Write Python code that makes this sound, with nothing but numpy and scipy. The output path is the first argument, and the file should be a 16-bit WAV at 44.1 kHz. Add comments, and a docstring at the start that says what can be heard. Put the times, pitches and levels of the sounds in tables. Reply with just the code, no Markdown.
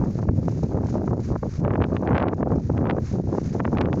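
"""A suburban street in storm wind, heard through a small microphone that takes the full blast. Big eddies push
on the diaphragm in an endless rumble; gusts brighten it into a flutter, crackle and pop against the port, and
softly overload it. Dry leaves hiss in the trees behind, sinking where the wind hits hardest; one scrapes close
by, and faint, very high ticks come and go. A gain control ducks the whole sound on each blast."""
import sys
import numpy as np
from scipy import signal
from scipy.fft import rfft, irfft
from scipy.io import wavfile
from scipy.ndimage import uniform_filter1d

SR = 44100
rng = np.random.default_rng(int(sys.argv[2]) if len(sys.argv) > 2 else 0)


def transcribe(signal):
    """Save signal, clipped to [-1, 1], as a 16-bit WAV file at the path in sys.argv[1]."""
    frames = np.atleast_2d(signal).T
    limited = np.clip(frames, -1, 1)
    pcm = np.round(limited * 32767).astype(np.int16)
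    wavfile.write(sys.argv[1], SR, pcm)


N = 176400

# Force of the wind on the microphone: time_s, force_db
WIND_FORCE = [(0.0, -24), (0.07, -30.5), (0.14, -39), (0.2, -31), (0.34, -37.5), (0.4, -34), (0.59, -35),
              (0.61, -46), (0.64, -30.5), (0.69, -37), (0.72, -27.5), (0.85, -30), (0.9, -38.5),
              (0.94, -28.5), (1.03, -29.5), (1.06, -34.5), (1.08, -32.5), (1.2, -31.5), (1.24, -42.5),
              (1.34, -27.5), (1.39, -48.5), (1.46, -28.5), (1.51, -49), (1.59, -38.5), (1.64, -24.5),
              (1.75, -26), (1.77, -33), (1.8, -24.5), (1.88, -29), (1.97, -27), (1.99, -36), (2.02, -25.5),
              (2.16, -22), (2.33, -25), (2.36, -37), (2.41, -26), (2.45, -33.5), (2.47, -28), (2.57, -27),
              (2.65, -42), (2.75, -29.5), (2.9, -23.5), (2.92, -31.5), (2.98, -23.5), (3.01, -38),
              (3.11, -41.5), (3.15, -28.5), (3.2, -32), (3.22, -41.5), (3.35, -26.5), (3.41, -36.5),
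              (3.53, -37), (3.55, -27.5), (3.58, -33), (3.71, -32), (3.8, -22.5), (3.96, -32), (4.0, -24.5)]
# Fader ride of the rumble, ahead of its trim and jolts: time_s, level_db
RUMBLE_RIDE = [(0.0, -11), (0.14, -26), (0.3, -14.5), (0.52, -19.5), (0.68, -20), (0.97, -21.5),
               (1.17, -20), (1.26, -31), (1.33, -17), (1.52, -42), (1.62, -20), (1.8, -15.5), (2.03, -23),
               (2.14, -14), (2.28, -24.5), (2.51, -22), (2.78, -16), (3.08, -28.5), (3.18, -22), (3.4, -28),
               (3.78, -18), (4.0, -19.5)]
# Fader ride of the leaf hiss, ahead of its trim and flicker: time_s, level_db
LEAF_RIDE = [(0.03, -63.5), (0.18, -60.5), (0.3, -69.5), (0.35, -62.5), (0.62, -59), (0.79, -67.5),
             (0.91, -55.5), (1.01, -68), (1.06, -62), (1.16, -69.5), (1.25, -55.5), (1.35, -64.5),
             (1.44, -65.5), (1.52, -56), (1.58, -57), (1.66, -74.5), (1.85, -68), (1.94, -65),
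             (2.04, -68.5), (2.18, -73.5), (2.27, -81), (2.38, -65), (2.44, -77), (2.49, -68.5),
             (2.66, -62), (2.88, -72), (2.99, -68), (3.06, -53.5), (3.14, -55.5), (3.2, -69), (3.27, -63),
             (3.46, -56.5), (3.58, -58), (3.62, -68), (3.74, -63), (3.84, -75), (4.0, -58)]
# Thumps, puffs and pops of air at the port: start_s, strength_db, upper_edge_hz
PORT_POPS = [(0.19, -19, 1120), (0.229, -20.5, 1200), (0.29, -12.5, 1300), (0.296, -1, 350),
             (0.483, -11, 960), (0.645, -12.5, 377), (0.775, -15.5, 980), (0.956, -10, 750),
             (1.079, -10, 1140), (1.111, -17.5, 1000), (1.133, -7, 810), (0.888, -21.5, 1010),
             (1.361, -11.5, 1100), (1.434, -11.5, 1040), (1.65, -15, 1800), (1.707, -16, 1800),
             (1.737, -16, 1700), (1.757, -11.5, 1700), (1.792, -5.5, 443), (1.822, -10, 2000),
             (1.842, -12.5, 2640), (1.967, -15, 2500), (2.075, -14, 2150), (2.091, -14, 1600),
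             (2.115, -12, 1300), (2.131, -13.5, 1700), (2.154, -7.5, 2170), (2.167, -12.5, 2150),
             (2.181, -9, 2550), (2.203, -17, 2470), (2.227, -14.5, 2450), (2.241, -12, 1400),
             (2.285, -16, 2640), (2.407, -12.5, 700), (2.43, -8, 1140), (2.506, -18.5, 990),
             (2.527, -6, 540), (2.579, -9.5, 396), (2.701, -7, 790), (2.779, -19, 2200),
             (2.856, -20.5, 2100), (2.871, -19, 2000), (2.899, -9, 2350), (2.91, -12.5, 2480),
             (3.2, -11, 665), (3.335, -19.5, 710), (3.384, -8, 940), (3.603, -8.5, 1650),
             (3.653, -10, 1820), (3.678, -14.5, 1290), (3.73, -13, 1000), (3.773, -13.5, 2300),
             (3.785, -16, 2800), (3.813, -12.5, 3800), (3.816, -13.5, 2500), (3.858, -18.5, 2400),
             (3.93, -14, 2470)]
# EQ of the bass-heavy rumble: frequency_hz, gain_db
RUMBLE_EQ = [(24, -36), (40, -17), (65, -3), (100, 1.5), (150, -1), (230, -5.5), (400, -24), (900, -81.5)]
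# EQ of the eddies at the usual wind force: frequency_hz, gain_db
EDDY_EQ = [(60, -8.5), (150, 6.5), (300, 0), (520, -9), (850, -22), (1400, -45), (2300, -58.5), (4500, -79)]
# EQ of the dry leaves: frequency_hz, gain_db
LEAF_EQ = [(800, 5), (1500, 6), (2300, 1.5), (3200, -7), (4300, -0.5), (6600, 3), (7300, -6), (8200, -29),
           (15500, -39.5)]
# EQ of a pop whose upper edge lies at POP_EDGE_HZ: frequency_hz, gain_db
POP_EQ = [(60, -11.5), (300, -1), (900, 9.5), (1800, 5), (3000, -2), (4500, -13), (6500, -28.5),
          (12000, -79.5)]

USUAL_FORCE_DB, POP_EDGE_HZ = -31.5, 3000
RUMBLE_TRIM_DB, JOLT_DB_PER_DB = -6, 0.36
EDDY_DB, OCTAVES_PER_DB, EDDY_DB_PER_DB = -26.5, 0.0985, 0.28  # harder wind: faster, stronger eddies
FLUTTER_HZ, FLUTTER_OCTAVES, FLUTTER_DB = 139, 0.32, 2.5
CRACKLE_PER_S, CRACKLE_DB, CRACKLE_DB_PER_DB, CRACKLE_EDGE_HZ = 390, -39.5, 2.6, 1800
LEAF_TRIM_DB, LEAF_FLICKER_DB, LEAF_TICKS_PER_S, LEAF_TICK_DB = 5.5, 2, 380, -8
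SCRAPE_AT_S, SCRAPE_DB, SCRAPE_WIDTH_S = 0.638, -49, 0.003
PIPS_PER_S, PIP_DB, PIP_HZ, PIP_WIDTH_S = 11, -56.5, 11800, 0.00033
POP_TRIM_DB, POP_SPREAD_S, SIDE_POP_GAIN = 0.5, 0.00506, 0.27
SURGE_HZ, SURGE_DB = 30, 2
OVERLOAD = 0.59  # pressure at which the diaphragm runs out of travel (full scale 1)
THRESHOLD_DB, DUCK_DB_PER_DB, RELEASE_DB_PER_S = -18.5, 0.36, 95
FADE_S, HIGH_CUT_HZ = 0.002, 15800


def amp(db):
    """Decibels to gain."""
    return 10 ** (np.asarray(db) / 20)


def unit(x):
    """Scales to rms 1."""
    return x / np.sqrt(np.mean(x ** 2) + 1e-20)


def ride(rows):
    """An automation curve, sample by sample."""
    return np.interp(np.arange(N) / SR, *np.transpose(rows))


def eq_gain(eq, hz):
    """The gain of an EQ curve at the given frequencies."""
    points_hz, db = np.transpose(eq)
    return amp(np.interp(np.log(hz + 1), np.log(points_hz), db))


def colour(x, eq):
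    """Runs a sound through an EQ curve."""
    return irfft(rfft(x) * eq_gain(eq, np.fft.rfftfreq(N, 1 / SR)), N)


def wander(top_hz):
    """Random modulation of rms 1, rolling off above top_hz."""
    hz = np.fft.rfftfreq(N, 1 / SR)
    spectrum = rfft(rng.standard_normal(N))
    return unit(irfft(spectrum * hz / (hz + top_hz / 10) / (1 + (hz / top_hz) ** 4), N))


def steady(x, size):
    """Evens out the swells of a noise that last longer than size samples."""
    power = uniform_filter1d(uniform_filter1d(unit(x) ** 2, size), size)
    return unit(x / np.sqrt(abs(power) + 0.042))


def rumble(force):
    """Large slow eddies push on the diaphragm, with a jolt at each sudden gust."""
    jolt = force - uniform_filter1d(force, size=11000)
    body = steady(colour(rng.standard_normal(N), RUMBLE_EQ), size=7000)
    return body * amp(ride(RUMBLE_RIDE) + RUMBLE_TRIM_DB + JOLT_DB_PER_DB * jolt)


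def buffets(force):
    """Turbulence at the port flutters, growing brighter and louder with the force."""
    flutter = 2 * np.tanh(wander(FLUTTER_HZ) / 2)
    speed = 2 ** (OCTAVES_PER_DB * force + FLUTTER_OCTAVES * flutter)
    hz, air = np.fft.rfftfreq(N, 1 / SR), rfft(rng.standard_normal(N))
    eddies = np.zeros(N)
    for centre_hz in 62.5 * 2 ** (np.arange(15) / 2):  # half-octave bands under a sliding EQ
        band = np.maximum(1 - 2 * abs(np.log2((hz + 1) / centre_hz)), 0)
        eddies += irfft(air * band, N) * eq_gain(EDDY_EQ, centre_hz / speed)
    body = steady(eddies * amp(FLUTTER_DB * flutter), size=2000)
    return body * amp(EDDY_DB + EDDY_DB_PER_DB * force)


def crackle(force):
    """Tiny jumps of pressure that grow steeply with the force."""
    kicks = (rng.random(N) < CRACKLE_PER_S / SR) * np.tanh(rng.standard_normal(N))
    darker_eq = [(hz * CRACKLE_EDGE_HZ / POP_EDGE_HZ, db) for hz, db in POP_EQ]
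    return colour(kicks * amp(CRACKLE_DB + CRACKLE_DB_PER_DB * force), darker_eq)


def leaves():
    """Countless far leaves blend into a hiss; nearer ones tick, and one scrapes close by."""
    ticks = (rng.random(N) < LEAF_TICKS_PER_S / SR) * rng.standard_normal(N)
    hiss = rng.standard_normal(N) + amp(LEAF_TICK_DB) * unit(ticks)
    level = amp(ride(LEAF_RIDE) + LEAF_TRIM_DB + LEAF_FLICKER_DB * wander(top_hz=50))
    scrape = amp(SCRAPE_DB) * np.exp(-abs(np.arange(N) / SR - SCRAPE_AT_S) / SCRAPE_WIDTH_S)
    return unit(colour(hiss, LEAF_EQ)) * (level + scrape)


def pips():
    """Faint, very high ticks come at random."""
    t = np.arange(-64, 64) / SR
    pip = np.exp(-(t / PIP_WIDTH_S) ** 2) * np.cos(2 * np.pi * PIP_HZ * t)
    triggers = (rng.random(N) < PIPS_PER_S / SR) * np.tanh(rng.standard_normal(N))
    return amp(PIP_DB) * np.convolve(triggers, pip, "same")


def pops(size=2048):
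    """Single eddies burst on the port: large ones thump, small ones pop sharply."""
    hz, track = np.fft.rfftfreq(size, 1 / SR), np.zeros(N + size)
    for start_s, strength_db, edge_hz in PORT_POPS:
        tone = eq_gain(POP_EQ, hz * POP_EDGE_HZ / edge_hz)
        # five weaker pops huddle around the main one
        delay_s = np.r_[0, rng.uniform(-1, 1, 5) * POP_SPREAD_S] + size / 2 / SR
        gains = np.r_[1, np.full(5, SIDE_POP_GAIN)]
        phases = np.exp(1j * np.pi * rng.uniform(-1, 1, 6))
        cluster = np.exp(-2j * np.pi * np.outer(hz, delay_s)) @ (gains * phases)
        burst = np.hanning(size) * irfft(tone * cluster) / tone.mean()
        track[round(start_s * SR):][:size] += burst * amp(strength_db + POP_TRIM_DB)
    return track[size // 2:][:N]


def scene():
    """Wind thumps and softly overloads the microphone in front of the trees."""
    force = ride(WIND_FORCE) - USUAL_FORCE_DB
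    airflow = rumble(force) + buffets(force)
    surge = amp(SURGE_DB * wander(SURGE_HZ))  # the air arrives in uneven thumps
    wind = airflow * surge + crackle(force) + pops()
    saturated = OVERLOAD * np.tanh(wind / OVERLOAD)
    return (saturated + leaves() + pips())[None]


def record(dry):
    """Gain control ducks each blast and recovers; then quick fades at both ends and a high cut."""
    power_db = 10 * np.log10(abs(uniform_filter1d(dry[0] ** 2, size=300)) + 1e-12)
    t = np.arange(N) / SR
    release_db = t * RELEASE_DB_PER_S
    peak_db = np.maximum.accumulate(power_db + release_db) - release_db  # jumps up, sinks steadily
    over_db = np.maximum(peak_db - THRESHOLD_DB, 0)
    ducked = dry * amp(-DUCK_DB_PER_DB * uniform_filter1d(over_db, size=200))
    fades = np.minimum(np.minimum(t, t[::-1]) / FADE_S, 1)
    high_cut = signal.firwin(511, HIGH_CUT_HZ, window=("kaiser", 9), fs=SR)
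    return signal.oaconvolve(ducked * fades, high_cut[None], "same")


dry = scene()
out = record(dry)
transcribe(out)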